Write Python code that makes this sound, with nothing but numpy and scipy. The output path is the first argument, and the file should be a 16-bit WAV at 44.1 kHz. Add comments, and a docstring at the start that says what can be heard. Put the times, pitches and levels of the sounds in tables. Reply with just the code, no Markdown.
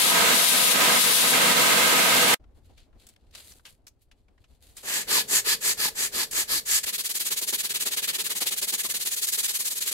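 """A belt grinder roars in a workshop: coloured hiss with frame resonances, and a brighter hiss at each of three
touches of a wooden handle on the belt, when gain control ducks the roar. After a cut, a quiet room: an abrasive
strip rustles in the hands (noise gestures) among short bright clicks (noise puffs), then is pulled to and fro over
the handle in a vice, slowly, then in quick short strokes: hiss that follows the strip's speed, over drumming wood.
A pair of microphone ports hears it all, with low room rumble and faint air behind the hand work."""
import sys
import numpy as np
from scipy import signal
from scipy.fft import rfft, irfft, next_fast_len
from scipy.io import wavfile
from scipy.ndimage import uniform_filter1d

SR = 44100
rng = np.random.default_rng(int(sys.argv[2]) if len(sys.argv) > 2 else 0)


def pcm_store(signal):
    """Save signal as 16-bit PCM."""
    levels = np.round(np.clip(np.atleast_2d(signal), -1, 1) * 32767)
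    wavfile.write(sys.argv[1], SR, levels.astype(np.int16).T)


N = 437913
T, SIZE = np.arange(N) / SR, next_fast_len(N)
HZ = np.fft.rfftfreq(SIZE, 1 / SR)

# Table levels are nominal: trims, flicker and gain control come after them.
# Likeness of the grinder at the two ports: freq_hz, likeness (0-1)
ROAR_LIKENESS = [(30, .8), (60, .6), (300, 0.29), (700, 0.13), (1400, 0.056), (15000, .02)]
# Likeness of the strip and the vice at the two ports: freq_hz, likeness (0-1)
STRIP_LIKENESS = [(100, 1), (700, 0.77), (1400, 0.39), (4000, 0.41), (8000, 0.043), (15000, 0.083)]
# Modes of the wooden handle: freq_hz, width_hz, lift_db
HANDLE_MODES = [(1704, 97, 7.5), (388, 91, 4), (214, 31, 6)]
PORT_LAG_S = 0.00015  # the right port hears the sanding strip later


def amp(db):
    """Decibels to gain."""
    return 10 ** (np.asarray(db) / 20)


def evened(x):
    """Scales to unit rms."""
    return x / np.sqrt(np.mean(x ** 2) + 1e-20)


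def read(points):
    """Reads a (freq_hz, value) table on the frequency grid, along log frequency."""
    hz, value = np.transpose(points)
    return np.interp(np.log(HZ + 1), np.log(hz + 1), value)


def lift(modes):
    """Resonance bumps in dB."""
    return sum(db / (1 + (2 * (HZ - hz) / width) ** 2) for hz, width, db in modes)


def filtered(x, gain):
    """Zero-phase colouring."""
    return irfft(rfft(x, SIZE) * gain, SIZE)[..., :N]


def wander(hz):
    """Slow chance of unit rms, mostly below hz."""
    return evened(filtered(rng.standard_normal(N), 1 / (1 + (HZ / hz) ** 4)))


def hiss(colour_db, likeness, lag_s=0., grit_db=0.):
    """Dense grit of uneven size at two ports: one part shared and delayed, one part the right port's own."""
    grains = rng.standard_normal((2, N)) * amp(grit_db * rng.standard_normal(N))
    left, own = rfft(grains, SIZE)
    share = np.clip(read(likeness), 0, 1)
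    delayed = left * np.exp(-2j * np.pi * HZ * lag_s)
    right = share * delayed + np.sqrt(1 - share ** 2) * own
    return evened(irfft(np.array([left, right]) * amp(colour_db), SIZE)[:, :N])


def panned(x, pan_db):
    """Leans a pair left (positive) or right (negative)."""
    return x * amp([[.5], [-.5]] * np.atleast_1d(pan_db))


def resonate(x, hz, width):
    """A resonance that follows the curve hz: shift down, smooth, shift back."""
    turn = np.exp(2j * np.pi * np.cumsum(hz) / SR)
    keep = np.exp(-np.pi * width / SR)
    return 2 * (turn * signal.lfilter([1 - keep], [1, -keep], x / turn)).real


def gesture(start, end, db, rise_db, fall_db):
    """A level in dB that climbs to the start, holds, and falls after the end, at rates per second."""
    return db - rise_db * np.maximum(start - T, 0) - fall_db * np.maximum(T - end, 0)


def belt_roar():
    """Motor, wheels and belt: a steady broad noise lifted at the resonances of the frame."""
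    # Motor, wheels and belt: freq_hz, density_db (per Hz)
    roar_colour = [(25, -31), (100, -21.5), (180, -6.5), (340, -8.5), (900, -5.5), (1400, -5.5), (2600, -4),
                   (3900, -4.5), (5600, -11), (7800, -8), (10400, -12), (12000, -10), (14000, -17.5),
                   (15500, -18.5)]
    # Resonances of the grinder frame: freq_hz, width_hz, lift_db
    frame_modes = [(194, 68, 3), (258, 12, 7.5), (484, 60, 8.5), (667, 75, 5.5), (991, 63, 7.5),
                   (1262, 55, 10), (1576, 70, 7.5), (2104, 170, 4.5), (2716, 25, 6.5)]
    level_db = -17 + 2.2 * wander(hz=12.)
    return amp(level_db) * hiss(read(roar_colour) + lift(frame_modes), ROAR_LIKENESS)


def wood_on_belt():
    """Belt grit cuts the wood: a bright hiss, loud while the handle presses on the belt."""
    # Belt grit on wood: freq_hz, density_db (per Hz)
    cutting_colour = [(300, -31), (1000, -12), (2000, -5.5), (3800, 2.5), (5500, -3.5), (7500, -2.5),
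                      (9500, 0.5), (12500, -2), (14000, -10), (15500, -10.5)]
    # The handle is laid on the belt: start_s, end_s, level_db
    touches = [(-.2, 0.103, -12), (.42, 0.721, -12), (1.018, 1.31, -11.5)]
    land_db_per_s, lift_db_per_s = 150, 599.5
    ease_db, free_belt_db = 1.5, -32  # the grip eases mid-touch; hiss of the untouched belt
    presses_db = []
    for start, end, db in touches:
        ease = np.sin(np.pi * np.clip((T - start) / (end - start), 0, 1))
        presses_db.append(gesture(start, end, db - ease_db * ease, land_db_per_s, lift_db_per_s))
    press_db = np.maximum(free_belt_db, np.max(presses_db, axis=0))
    return amp(press_db + 1.0 * wander(hz=25.)) * hiss(read(cutting_colour), ROAR_LIKENESS)


def grinder():
    """Frame roar and cutting hiss together, until the cut to the quiet room."""
    cut_s = 2.345
    running = np.clip((cut_s - T) / 0.00067, 0, 1)
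    wisp = amp(-15.5 - 1400 * np.abs(T - cut_s)) * (1 - running)  # a faint wisp outlasts the cut
    return (panned(belt_roar(), pan_db=-0.9) + panned(wood_on_belt(), pan_db=5.0)) * (running + wisp)


def stroke_motion():
    """The strip speeds up and slows between turns of the hands: level, progress, quick, tilt and drum curves."""
    # One row a stroke, from one turn of the hands to the next; pull and push take turns: start_s, peak_db
    strokes = [(4.821, -32), (5.068, -24.5), (5.273, -24.5), (5.439, -25), (5.602, -26), (5.767, -26.5),
               (5.944, -29.5), (6.114, -28.5), (6.303, -28), (6.472, -26), (6.649, -24), (6.829, -31),
               (6.857, -30.5), (6.923, -30), (6.976, -30.5), (7.033, -30.3), (7.088, -30.5), (7.138, -29.5),
               (7.193, -29.5), (7.244, -30.5), (7.302, -28.5), (7.357, -30), (7.411, -30.3), (7.463, -29),
               (7.523, -27), (7.576, -29.5), (7.629, -29), (7.687, -29.5), (7.737, -28.5), (7.792, -29.5),
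               (7.851, -28.5), (7.904, -29.5), (7.961, -28.5), (8.017, -31), (8.072, -29), (8.127, -30.6),
               (8.18, -29.9), (8.237, -30), (8.292, -29.5), (8.346, -30.6), (8.402, -27.6), (8.454, -28.1),
               (8.505, -29.5), (8.559, -30.5), (8.612, -28), (8.668, -28.5), (8.721, -28), (8.775, -29),
               (8.83, -29.9), (8.886, -29.5), (8.937, -29.5), (8.993, -31), (9.049, -28), (9.104, -30),
               (9.159, -31), (9.213, -27.5), (9.265, -28.5), (9.316, -28.5), (9.372, -28), (9.426, -27.5),
               (9.477, -30), (9.532, -29.5), (9.586, -31.5), (9.642, -28.5), (9.699, -31.5), (9.751, -32),
               (9.803, -32.5), (9.854, -31.5), (9.91, -29.9)]
    # Rows slow pull, slow push, quick pull, quick push: turn_db (hiss left at the turn before it, below the peak),
    # peak_place (0-1 of the movement), pause_s (before the next turn), drum_db (drumming over the mean),
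    # tilt_db (upper over lower paper ring)
    kinds = [(-44, 0.61, 0.026, 0.1, 5), (-26, 0.59, 0.044, 0.1, -1), (-15, 0.55, 0.0036, -2, 0.5),
             (-17, 0.48, 0.0064, 1, -1.1)]
    # The strip travels along the handle; far from the vice the wood drums more; the hiss left at the turns
    # rises and falls: time_s, drum_db, turn_db (hiss added at the turns)
    travel = [(4.82, -9.5, 17), (5.3, -16, -1), (6.2, -14, -8), (6.65, -22.5, 7), (6.83, -17.5, -9),
              (7.0, -21.5, 0), (7.25, -20, 17), (7.55, -17, -19), (8.05, -15.5, -10), (8.5, -17.5, -10),
              (8.9, -18.5, 8), (9.2, -24, 15), (9.6, -22.5, 17.5), (9.8, -21.5, 19)]
    quick_s = 6.855  # the quick strokes start
    start, peak_db = np.transpose(strokes)
    brisk = start > quick_s - .04  # the last slow stroke is already cut short
    kind = 2 * brisk + (np.arange(len(start)) + brisk) % 2
    turn_db, place, pause, drum_db, tilt_db = np.array(kinds)[kind].T
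    at, wood_db, added_db = np.transpose(travel)
    turn_db = turn_db + peak_db + np.interp(start, at, added_db)
    drum_db = drum_db + np.interp(start, at, wood_db)
    tilt_db = tilt_db + 0.5 * rng.standard_normal(len(start))  # no two strokes ring quite alike

    k = np.clip(np.searchsorted(start, T) - 1, 0, len(start) - 1)  # the stroke under way
    end = np.append(start[1:], 2 * start[-1] - start[-2])
    progress = np.clip((T - start[k]) / (end - start - pause)[k], 0, 1)
    quick = T > quick_s
    bend = (np.log(.5) / np.log(place))[k]  # puts the peak speed at its place
    edge = np.where(quick, 1, 0.87)  # the smaller, the more abruptly a stroke starts and stops
    speed = np.abs(np.sin(np.pi * progress ** bend)) ** edge
    # The strip bites as it starts
    speed = speed * amp(np.where(quick, 3.0 * (.5 - progress), 1.15 * np.exp(-progress / 0.35)))
    at_turns = amp(np.interp(T, start, turn_db) - 13.0)
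    level = (at_turns + amp(peak_db[k] + 4.0) * speed) * (T > start[0])
    level = level * amp(0.89 * wander(hz=89.0))  # the grit catches and lets go
    return level, progress, quick, uniform_filter1d(tilt_db[k], size=400), drum_db[k]


def strip_grit(progress, quick, tilt_db, drum_db):
    """Grit on wood: hiss coloured by the handle and by the two ringing free lengths of the strip."""
    # Slow strokes: freq_hz, density_db (per Hz)
    slow_colour = [(530, -26), (900, -15.5), (1570, -8), (1700, -4.5), (1830, -3), (2830, -3.5), (3820, -1),
                   (4520, 3), (5610, -4), (7400, 0), (8870, -3.5), (12400, -2), (16000, -16.5)]
    # Quick strokes: freq_hz, density_db (per Hz)
    quick_colour = [(530, -37), (900, -21.5), (1550, -10), (1720, -6), (1920, -5.5), (4200, 2), (5610, -3),
                    (6890, 2), (10500, 0), (11800, 2.5), (14000, -6.5), (15200, -7), (16000, -5.5)]
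    # Handle mode in the quick strokes, a slight ring: freq_hz, width_hz, lift_db
    quick_modes = [(1724, 70, 2)]
    # The two free lengths of the strip: freq_hz, width_hz
    paper_bands = [(4500, 1300), (7200, 1900)]
    slow = hiss(read(slow_colour) + lift(HANDLE_MODES), STRIP_LIKENESS, PORT_LAG_S, grit_db=0.8)
    fast = hiss(read(quick_colour) + lift(quick_modes), STRIP_LIKENESS, PORT_LAG_S, grit_db=0.8)
    grit = np.where(quick, fast, slow)
    for (hz, width), sign in zip(paper_bands, (-.5, .5)):  # pull and push favour one free length or the other
        ring_db = 1.3 * sign * tilt_db + 0.85 * wander(hz=30.)
        ring_db = ring_db + 1.3 * (progress - .5)  # the strip rings more as it tightens
        grit = grit + (amp(ring_db) - 1) * filtered(grit, np.exp(-((HZ - hz) / width) ** 2))
    # The wood colours the hiss
    mean_drum_db = np.where(quick, -20.5, -16.5)
    wood_db = 0.64 * (uniform_filter1d(drum_db, size=6000) - mean_drum_db) + 1.33 * wander(hz=5.5)
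    return grit + (amp(wood_db) - 1) * filtered(grit, np.exp(-((HZ - 2100.) / 2400.0) ** 2))


def handle_drumming(level, progress, quick, tilt_db, drum_db):
    """The strokes shake the handle, the strip's free end flaps, and the heavy vice and bench ring on."""
    # The handle shaken in the vice: freq_hz, density_db (per Hz)
    drum_colour = [(41, -43), (70, -27), (96, -22), (206, -3), (276, -7), (380, 0.5), (741, -2.5),
                   (842, -1), (1500, -7.5), (1950, -26), (3300, -120)]
    # The free end of the strip flaps lower as it lengthens: start_hz, end_hz, width_hz, level_db
    flaps = [(1497, 723, 110, 1.5), (518, 220, 57, -5.5)]
    # Vice and bench: freq_hz, density_db (per Hz)
    vice_colour = [(70, -32), (130, -5), (210, -0.5), (300, -12), (420, 2.5), (560, -5), (800, -18.5)]
    drum = hiss(read(drum_colour) + lift(HANDLE_MODES), STRIP_LIKENESS, PORT_LAG_S, grit_db=0.5)
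    shake = hiss(0 * HZ, STRIP_LIKENESS, PORT_LAG_S)
    for start_hz, end_hz, width, db in flaps:
        flap = evened(resonate(shake, start_hz + (end_hz - start_hz) * progress, width))
        flap_db = db - 1.2 * tilt_db - 4.4 * quick  # stronger on the duller of the two directions
        flap_db = flap_db + 13 * (progress - .5)  # the longer the free end, the louder it flaps
        drum = drum + amp(flap_db) * flap
    # Strongest as the strip bites
    jolt = level * amp(uniform_filter1d(drum_db - 15.0 * (progress - .45), size=200))
    keep = np.exp(-1 / (0.095 * SR))
    ringing = np.sqrt(signal.lfilter([1 - keep], [1, -keep], jolt ** 2))  # rings on through the turns
    vice = ringing * amp(-9.5) * hiss(read(vice_colour), STRIP_LIKENESS)
    return jolt * amp(3.1 * wander(hz=58.3) - 6.5) * drum + vice


def sanding():
    """Grit hisses with the speed of the strip, which stops short of each turn, and the wood drums under it."""
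    level, *motion = stroke_motion()
    grit = level * strip_grit(*motion)
    return panned(grit, pan_db=0.4) + panned(handle_drumming(level, *motion), pan_db=1.5)


def strip_rustle():
    """The strip slides through the fingers: soft clumpy noise with its own treble level in each slide."""
    # Slides: start_s, length_s, level_db, swell_db (reached at the end), treble_db (relative to the rest)
    slides = [(2.564, .02, -71, -1, 0.1), (2.648, .02, -69, -1, 0.1), (2.7, .04, -70, -2, -9),
              (2.783, 0.067, -58, -9, -12), (3.003, 0.13, -61, -8, -3), (3.2, .09, -80, 5, -10),
              (3.341, .04, -53, -2, -7), (3.384, 0.041, -49, -5, 2), (3.444, 0.071, -62, 8.5, 7),
              (3.55, 0.029, -71, 8, 8), (3.664, 0.081, -59, -13, 7.5), (4.018, .015, -74, -3, 4),
              (4.181, .015, -75, -1, -5), (4.41, .02, -75, -1, -3), (4.488, 0.07, -74.5, 4, -1),
              (4.63, 0.1, -61.5, -5, 4), (4.774, 0.062, -51, -6, 6)]
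    # Rustling paper: freq_hz, density_db (per Hz)
    rustle_colour = [(290, -32), (500, -8), (761, -18.5), (1420, -13.5), (1900, -11), (4400, -4),
                     (5550, -14), (7310, -8.5), (12000, -11), (16000, -22)]
    rise_db_per_s, stop_db_per_s, treble_hz = 900, 600, 6500
    slide_levels = []
    for start, length, db, swell_db, _ in slides:
        swollen_db = db + swell_db * np.clip((T - start) / length, 0, 1)
        slide_levels.append(amp(gesture(start, start + length, swollen_db, rise_db_per_s, stop_db_per_s)))
    held = amp(-90) * (T > 2.4) * (T < 4.84)  # the strip held still before the sanding
    level = held + np.sum(slide_levels, axis=0)
    treble_level = held + amp(np.transpose(slides)[-1]) @ np.array(slide_levels)
    crackle = 1 + 1.6 * np.maximum(wander(hz=300.) - 1.2, 0)
    paper = hiss(read(rustle_colour), STRIP_LIKENESS, grit_db=4.5)
    low = filtered(paper, 1 / (1 + (HZ / treble_hz) ** 4))
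    return (level * low + treble_level * (paper - low)) * crackle * amp(1.5 * wander(hz=60.))


def short_clicks():
    """Short bright clicks, the later ones during the slow strokes: puffs of noise around one pitch that die fast."""
    # Clicks: start_s, peak_db, pitch_hz, t60_s
    clicks = [(2.439, -46, 1600, 0.034), (2.775, -42, 3460, 0.074), (2.927, -52, 1550, .05),
              (3.066, -31, 7800, 0.036), (3.086, -35.5, 8270, 0.054), (3.161, -35, 2900, 0.018),
              (3.308, -47, 5000, .04), (3.349, -23, 4300, 0.046), (3.377, -37, 4380, 0.049),
              (3.518, -32, 6000, 0.036), (3.594, -40, 1500, 0.028), (3.651, -32, 3100, 0.14),
              (3.867, -28, 5500, 0.038), (3.877, -34, 6540, 0.048), (4.016, -51, 11000, .08),
              (4.112, -40, 2800, 0.053), (4.281, -50.5, 2100, 0.044), (4.377, -50, 2000, .05),
              (4.44, -44.5, 2710, 0.054), (4.766, -26, 8000, 0.072), (4.778, -31, 4200, 0.077),
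              (5.604, -29, 9000, .02), (5.875, -15, 9000, .008), (6.31, -17, 9000, .06),
              (6.66, -29, 8000, .03), (6.84, -34, 8190, .04)]
    size, rise_s, bend = 8192, 0.0039, 1.12  # a bend over 1: holds a moment, then dies ever faster
    t, hz = np.arange(size) / SR, np.fft.rfftfreq(size, 1 / SR)
    out = np.zeros((2, N))
    for start, db, pitch, t60 in clicks:
        octaves = np.log2((hz + 1) / pitch)
        colour = np.exp(-octaves ** 2 / np.where(octaves < 0, 3.5, 2.5))
        colour = colour + 0.33 * (hz > 200) * (octaves < 0)  # body below the pitch
        colour = colour + 0.88 * np.exp(-(octaves / 0.3) ** 2)  # narrow peak at the pitch
        noise = rng.standard_normal((2, size))
        noise = noise + 0.16 * noise[::-1]  # each port hears a little of the other
        puff = evened(irfft(rfft(noise) * colour))
        decay = amp(db - 11.0 - 60 * (t / t60) ** bend)
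        first = round(start * SR)
        out[:, first:first + size] += puff * decay * np.minimum(t / rise_s, 1)
    return out


def rustle_and_clicks():
    """The rustle of the strip in the hands and the short bright clicks, leaning left together."""
    return panned(strip_rustle() + short_clicks(), pan_db=1.5)


def room_reflections(x):
    """A short cluttered tail of sparse taps, other ones at each port."""
    t = np.arange(9000) / SR
    sparse = rng.choice([-1., 1.], (2, 9000)) * (rng.random((2, 9000)) < .05)
    taps = sparse * amp(-60 * t / 0.17) * (t > .004)
    return signal.fftconvolve(x, taps / np.linalg.norm(taps[0]), axes=1)[:, :N]


def room_tone():
    """A lumpy low rumble over faint, flickering air."""
    # Room background: freq_hz, density_db (per Hz)
    room_colour = [(15, -9), (35, 2.5), (66, 0.5), (110, -6.5), (160, -16.5), (240, -13.5), (480, -20),
                   (730, -22), (1100, -32), (2600, -40.5), (6000, -48.5), (16000, -58.5)]
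    # Course of the background: time_s, rumble_db, air_db
    room_levels = [(2.385, -100, -100), (2.4, -54, -56), (3.4, -60, -59.5), (4.0, -62.5, -65.5),
                   (4.7, -60, -58), (5.2, -63, -55), (6.85, -57, -60.5), (6.88, -71, -70), (8.9, -73, -77),
                   (9.93, -80, -71)]
    # Likeness of the room at the two ports: freq_hz, likeness (0-1)
    room_likeness = [(30, 1), (100, 0.36), (240, .7), (950, .35), (4000, .15)]
    at, *levels = np.transpose(room_levels)
    rumble_db, air_db = (np.interp(T, at, db, left=-120) for db in levels)
    tone = hiss(read(room_colour), room_likeness)
    rumble = filtered(tone, 1 / (1 + (HZ / 150.) ** 4))
    lumpy = rumble * amp(3.5 * wander(hz=22.) - 1)
    air = (tone - rumble) * amp(2.5 * wander(hz=14.) + 0.1)
    return panned(amp(rumble_db) * lumpy + amp(air_db) * air, pan_db=2.0)


def scene():
    """Grinder, then the hand work in its room."""
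    strokes, paper = sanding(), rustle_and_clicks()
    reflections = room_reflections(amp(-11) * strokes + amp(-19) * paper)
    return grinder() + strokes + paper + reflections + room_tone()


def record(dry):
    """Gain control turns loud sound down, by a little more than its excess; then the band limit."""
    power = abs(uniform_filter1d((dry ** 2).mean(0), size=1500))
    over_db = np.maximum(10 * np.log10(power + 1e-12) + 17.5, 0)
    held = dry / amp(1.17 * uniform_filter1d(over_db, size=500))
    lowpass = signal.firwin(1023, 15800, window=("kaiser", 9), fs=SR)  # edge in Hz
    return signal.oaconvolve(held, lowpass[None], "same")


dry = scene()
out = record(dry)
pcm_store(out)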